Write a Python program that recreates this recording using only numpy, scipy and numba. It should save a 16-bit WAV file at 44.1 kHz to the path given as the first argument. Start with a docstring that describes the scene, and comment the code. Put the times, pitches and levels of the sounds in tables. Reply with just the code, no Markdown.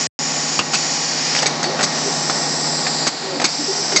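"""A factory hall, close to a pneumatic carton-packing machine.
A motor hums and rattles once per turn, and a jet of compressed air hisses, whistling for a while.
Cylinders slam into their end stops with a short metal chatter; pushers and cartons knock in between.
Slides groan with friction as they travel. The sound cuts out briefly near the start."""
import sys
import numpy as np
from scipy import signal
from scipy.fft import rfft, irfft
from scipy.io import wavfile
from numba import njit

SR = 44100
rng = np.random.default_rng(int(sys.argv[2]) if len(sys.argv) > 2 else 0)


def persist_wave(psi):
    """Save psi, clipped to +-1, as 16-bit WAV."""
    counts = np.round(np.clip(psi, -1, 1) * 32767).astype(np.int16)
    wavfile.write(sys.argv[1], SR, np.atleast_2d(counts).T)


N = 176400
T = np.arange(N) / SR
CLACK_RISE_S = 0.00049


def amp(db):
    """Decibels to gain."""
    return 10 ** (np.asarray(db) / 20)


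def unit(x):
    """Scale to rms 1."""
    return x / np.sqrt(np.mean(x ** 2))


def noise():
    """White noise."""
    return rng.standard_normal(N)


def curves(table):
    """Each column after the first, interpolated linearly in time."""
    times_s, *columns = np.array(table).T
    return [np.interp(T, times_s, column) for column in columns]


def colour(x, spectrum):
    """Shape x by (Hz, dB) points; rms 1."""
    hz, db = np.array(spectrum).T
    bins_hz = np.maximum(np.fft.rfftfreq(N, 1 / SR), 1)
    gain = amp(np.interp(np.log(bins_hz), np.log(hz), db))
    return unit(irfft(rfft(x) * gain, N))


def wander(rate_hz):
    """Random drift, low-passed at about rate_hz; rms 1."""
    gain = np.exp(-(np.fft.rfftfreq(N, 1 / SR) / rate_hz) ** 2)
    return unit(irfft(rfft(noise()) * gain, N))


@njit
def svf(x, hz, width_hz):
    """State-variable band-pass with moving centre and width."""
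    y, band_state, low_state = np.empty(len(x)), 0., 0.
    for i in range(len(x)):
        g, damping = np.tan(np.pi * hz[i] / SR), width_hz[i] / hz[i]
        v = (band_state + g * (x[i] - low_state)) / (1 + g * (g + damping))
        band_state = 2 * v - band_state
        low_state += 2 * g * v
        y[i] = damping * v
    return y


def band(x, hz, width_hz):
    """Two band-passes in series; rms 1."""
    hz, width_hz = hz * np.ones(N), width_hz * np.ones(N)
    return unit(svf(svf(x, hz, width_hz), hz, width_hz))


def strike(start_s, hold_s, t60_s):
    """Instant attack, hold, exponential release."""
    return (T >= start_s) * np.exp(-np.log(1000) * np.clip((T - start_s - hold_s) / t60_s, 0, 2))


def echoes(x, t60_s, db):
    """Add a dense tail of reflections."""
    tail = noise() * strike(0, 0, t60_s)
    return x + amp(db) * signal.fftconvolve(x, tail / np.sqrt(np.sum(tail ** 2)))[:N]


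# Motor tones. Each row: frequency in Hz, base level in dB.
MOTOR_TONES = [(150.3, -37.5), (167, -42.5), (233.8, -42), (267.2, -41), (283.9, -46.5), (350.7, -46),
               (484.3, -46.5), (799, -46), (833, -41.5), (1119, -44), (1803, -50.5), (1886, -43)]
# Rattle spectrum. Each row: frequency in Hz, relative density in dB.
RATTLE_SPECTRUM = [(60, -7.5), (105, -14.5), (150, -3), (260, 0), (440, -1.5), (820, 2.5), (1000, -3),
                   (1500, -7), (1920, -6.5), (2300, -9.5), (3100, -14), (4000, -6.5), (5200, -7),
                   (8000, -24)]
# Motor gains. Each row: time in seconds, hum gain in dB, rattle gain in dB.
MOTOR_GAINS = [(.3, 2, -4), (1.2, 1.5, -3.5), (1.5, 4, 0), (3.05, 3.5, -1), (3.11, -10, -5.5),
               (3.3, -1, -2), (3.52, -4.5, -6), (3.9, -3.5, -2)]


def motor(shaft_hz=16.7, repeat_share=0.31, rattle_db=-23, sway_db=0.5):
    """Hum over a rattle that partly repeats on every turn of the shaft."""
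    hum = 0
    for hz, db in MOTOR_TONES:
        peak = np.sqrt(2) * amp(db + sway_db * wander(5.3))
        hum += peak * np.sin(2 * np.pi * (hz * T + rng.random()) + 0.24 * wander(4.6))
    each_turn = np.resize(noise()[:int(SR / shaft_hz)], N)
    shaking = np.sqrt(repeat_share) * each_turn + np.sqrt(1 - repeat_share) * noise()
    rattle = colour(shaking * amp(sway_db * wander(40)), RATTLE_SPECTRUM)
    hum_gain_db, rattle_gain_db = curves(MOTOR_GAINS)
    return hum * amp(hum_gain_db) + rattle * amp(rattle_db + rattle_gain_db)


# Jet timbre at a moving listener. Each row: time in seconds, main resonance in Hz, its width in Hz,
# upper resonance in Hz, its relative level in dB, relative rush level in dB.
JET_TIMBRE = [(.9, 5470, 1850, 6960, -2.5, -6.5), (1.33, 5280, 1800, 6940, -10, -6),
              (2.1, 5490, 2120, 7500, -6.5, -10), (2.7, 5130, 1730, 7460, -3.5, -25.5),
              (3.25, 4550, 1510, 7170, -6, -8.5), (3.7, 5330, 1583, 7470, -10.5, -15)]
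# Escaping air. Each row: time in seconds, level in dB.
JET_LEVEL = [(0, -19.5), (.2, -23), (.59, -21.5), (.612, -29), (.71, -28.5), (.735, -21.5), (1.15, -21),
             (1.3, -19), (1.4, -18), (1.445, -27.5), (1.78, -30.5), (1.98, -22), (3.06, -20.5),
             (3.11, -28.5), (3.42, -28), (3.49, -21.5), (3.8, -19)]


def air_jet(whistle_start_s=0.46, whistle_end_s=1.2):
    """Compressed air: two broad resonances, a lower rush and an edge tone, reflected by the frame."""
    main_hz, main_width_hz, upper_hz, upper_db, rush_db = curves(JET_TIMBRE)
    level_db, = curves(JET_LEVEL)
    main = band(noise(), main_hz, main_width_hz)
    upper = band(noise(), upper_hz, width_hz=860) * amp(upper_db)
    rush = band(noise(), hz=2260, width_hz=3600) * amp(rush_db)
    whistle = band(noise(), hz=4567, width_hz=220) * amp(-7.5)
    whistle *= (T > whistle_start_s) & (T < whistle_end_s)
    return unit(echoes(main + upper + rush + whistle, t60_s=0.06, db=-14)) * amp(level_db)


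def contacts(rate_per_s=6000):
    """Dense tiny impacts of parts chattering against each other."""
    return (rng.random(N) < rate_per_s / SR) * np.sign(noise())


def snap(start_s, hz, rise_s):
    """First impact: a heavily damped ring that peaks at rise_s and lasts a few cycles."""
    age = np.clip((T - start_s) / rise_s, 0, 20)
    return age * np.exp(1 - age) * np.sin(2 * np.pi * hz * (T - start_s))


# Modes of the steel stops. Each row: frequency in Hz, width in Hz, relative level in dB.
STEEL_MODES = [(4020, 1400, 0), (4646, 510, -1), (5180, 1700, 0.5), (6390, 980, 1), (7760, 180, -5)]


def steel_ring():
    """Chatter ringing in the steel stops; rms 1."""
    return unit(sum(amp(db) * band(contacts(), hz, width_hz) for hz, width_hz, db in STEEL_MODES))


# Machine bed spectrum. Each row: frequency in Hz, relative density in dB.
BED_SPECTRUM = [(60, -26.5), (190, 8), (700, -6), (1100, 5.5), (1700, 0), (8000, -43.5)]
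# End-stop hits. Each row: start in seconds, chatter hold in seconds, bed gain in dB, thump in Hz,
# clank gain in dB, clank in Hz, steel gain in dB.
CYLINDER_SLAMS = [(0.5912, 0.0025, -14.5, 970, -11.5, 2790, -17),
                  (0.735, 0.021, -20, 1320, -22.5, 2630, -17), (1.459, 0.012, -21.5, 410, -19.5, 2090, -13),
                  (1.828, 0.018, -19, 560, -24.5, 2060, -14.5),
                  (3.0676, 0.01, -17.5, 550, -20, 2090, -13.5), (3.4417, .014, -17.5, 294, -20, 2320, -12),
                  (3.961, 0.012, -21, 404, -18.5, 2210, -9.5)]


def cylinder_slams(impact_db=6.5, thump_rise_cycles=0.44):
    """A piston hits its stop and chatters: the bed thumps and booms, the bracket clanks, steel rings."""
    bed, steel, out = colour(contacts(), BED_SPECTRUM), steel_ring(), 0
    for start_s, hold_s, bed_db, thump_hz, clank_db, clank_hz, steel_db in CYLINDER_SLAMS:
        chatter = strike(start_s, hold_s, t60_s=0.057)
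        clank = band(contacts(), clank_hz, width_hz=680) * chatter
        clank += amp(impact_db) * snap(start_s, clank_hz, CLACK_RISE_S)
        boom = bed * strike(start_s, hold_s / 2, t60_s=0.082)
        thump = amp(impact_db) * snap(start_s, thump_hz, thump_rise_cycles / thump_hz)
        out += amp(clank_db) * clank + amp(steel_db) * steel * chatter + amp(bed_db) * (boom + thump)
    return out


# Thud spectrum. Each row: frequency in Hz, relative density in dB.
THUD_SPECTRUM = [(80, -28.5), (300, -3.5), (550, 0), (780, 5.5), (1000, -6), (2000, -5.5), (6000, -20.5)]
# Knocks. Each row: start in seconds, thud gain in dB, clack gain in dB, clack in Hz, tick gain in dB.
PUSHER_KNOCKS = [(1.35, -42, -4, 2040, -23), (1.364, -30.5, -7.5, 2100, -22), (1.3896, -23, -9, 3070, -25),
                 (1.4222, -24.5, -14.5, 800, -15.5), (1.428, -17, -11.5, 1144, -27),
                 (1.629, -28, -16.5, 1380, -14.5), (1.641, -21, -10, 1930, -33),
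                 (1.791, -11.5, -8.5, 1190, -25.5), (1.809, -17, -11.5, 1400, -19),
                 (2.2974, -16, -10, 1270, -19), (2.8675, -16.5, -7.5, 1850, -25),
                 (3.3987, -16, -6.5, 720, -22.5), (3.4165, -16, -10, 530, -21),
                 (3.922, -18.5, -15.5, 1400, -22)]


def pusher_knocks(rattle_db=-8.5):
    """Pushers and cartons knock: a clack at the struck part's pitch, a hollow thud, a steel tick."""
    thud, tick, out = colour(contacts(), THUD_SPECTRUM), steel_ring(), 0
    for start_s, thud_db, clack_db, clack_hz, tick_db in PUSHER_KNOCKS:
        rattle = band(contacts(), clack_hz, width_hz=1800) * strike(start_s, 0, t60_s=0.023)
        out += amp(clack_db) * (snap(start_s, clack_hz, CLACK_RISE_S) + amp(rattle_db) * rattle)
        out += amp(thud_db) * thud * strike(start_s, 0, t60_s=0.098)
        out += amp(tick_db) * tick * strike(start_s, 0, t60_s=0.088)
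    return out


def rod_ping(start_s=1.642, hz=4470, db=-16):
    """A knocked rod rings once."""
    return amp(db) * np.sin(2 * np.pi * hz * T) * strike(start_s, 0, t60_s=0.2)


# Groans. Each row: start in seconds, length in seconds, start pitch in Hz, end pitch in Hz, gain in dB.
SLIDE_GROANS = [(1.654, 0.064, 345, 384, -27), (1.655, 0.13, 545, 533, -29.5),
                (2.043, 0.077, 401, 391, -26.5), (3.203, 0.19, 404, 357.5, -29),
                (3.27, 0.15, 573, 493, -30), (3.319, 0.12, 305.3, 276, -32.5),
                (3.399, 0.066, 258.4, 205, -30), (3.56, 0.11, 287.7, 285, -28.5),
                (3.676, 0.053, 376.6, 400, -23.5), (3.722, 0.13, 428, 394, -31),
                (3.919, 0.059, 394, 372, -23.5)]


def slide_groans(roughness=0.73, width_hz=77):
    """Travelling slides: rough, gliding friction tones that swell and fade."""
    out = 0
    for start_s, length_s, start_hz, end_hz, db in SLIDE_GROANS:
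        travel = np.clip((T - start_s) / length_s, 0, 1)
        phase = 2 * np.pi * np.cumsum(start_hz + (end_hz - start_hz) * travel) / SR
        rasp = wander(width_hz) * np.cos(phase) + wander(width_hz) * np.sin(phase)
        tone = np.sqrt(2) * np.sin(phase) + roughness * rasp
        out += amp(db) * np.sin(np.pi * travel) * tone
    return out


def scene():
    """Motor and air, with the blows and groans echoing in the hall; mono."""
    running = motor() + air_jet()
    strokes = cylinder_slams() + pusher_knocks() + rod_ping() + slide_groans()
    return (running + echoes(strokes, t60_s=0.4, db=-13.5))[None]


def record(dry):
    """Brief dropout, bass cut, soft clipping, treble cut."""
    dropout_start_s, dropout_end_s = 0.07, 0.1902
    low_cut_hz, high_cut_hz = 97, 8130
    live = (T < dropout_start_s) | (T > dropout_end_s)
    thinned = signal.sosfilt(signal.butter(4, low_cut_hz, "high", fs=SR, output="sos"), dry * live)
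    rounded = np.tanh(0.67 * thinned) / 0.74
    return signal.sosfilt(signal.ellip(12, .2, 90, high_cut_hz, fs=SR, output="sos"), rounded)


dry = scene()
out = record(dry)
persist_wave(out)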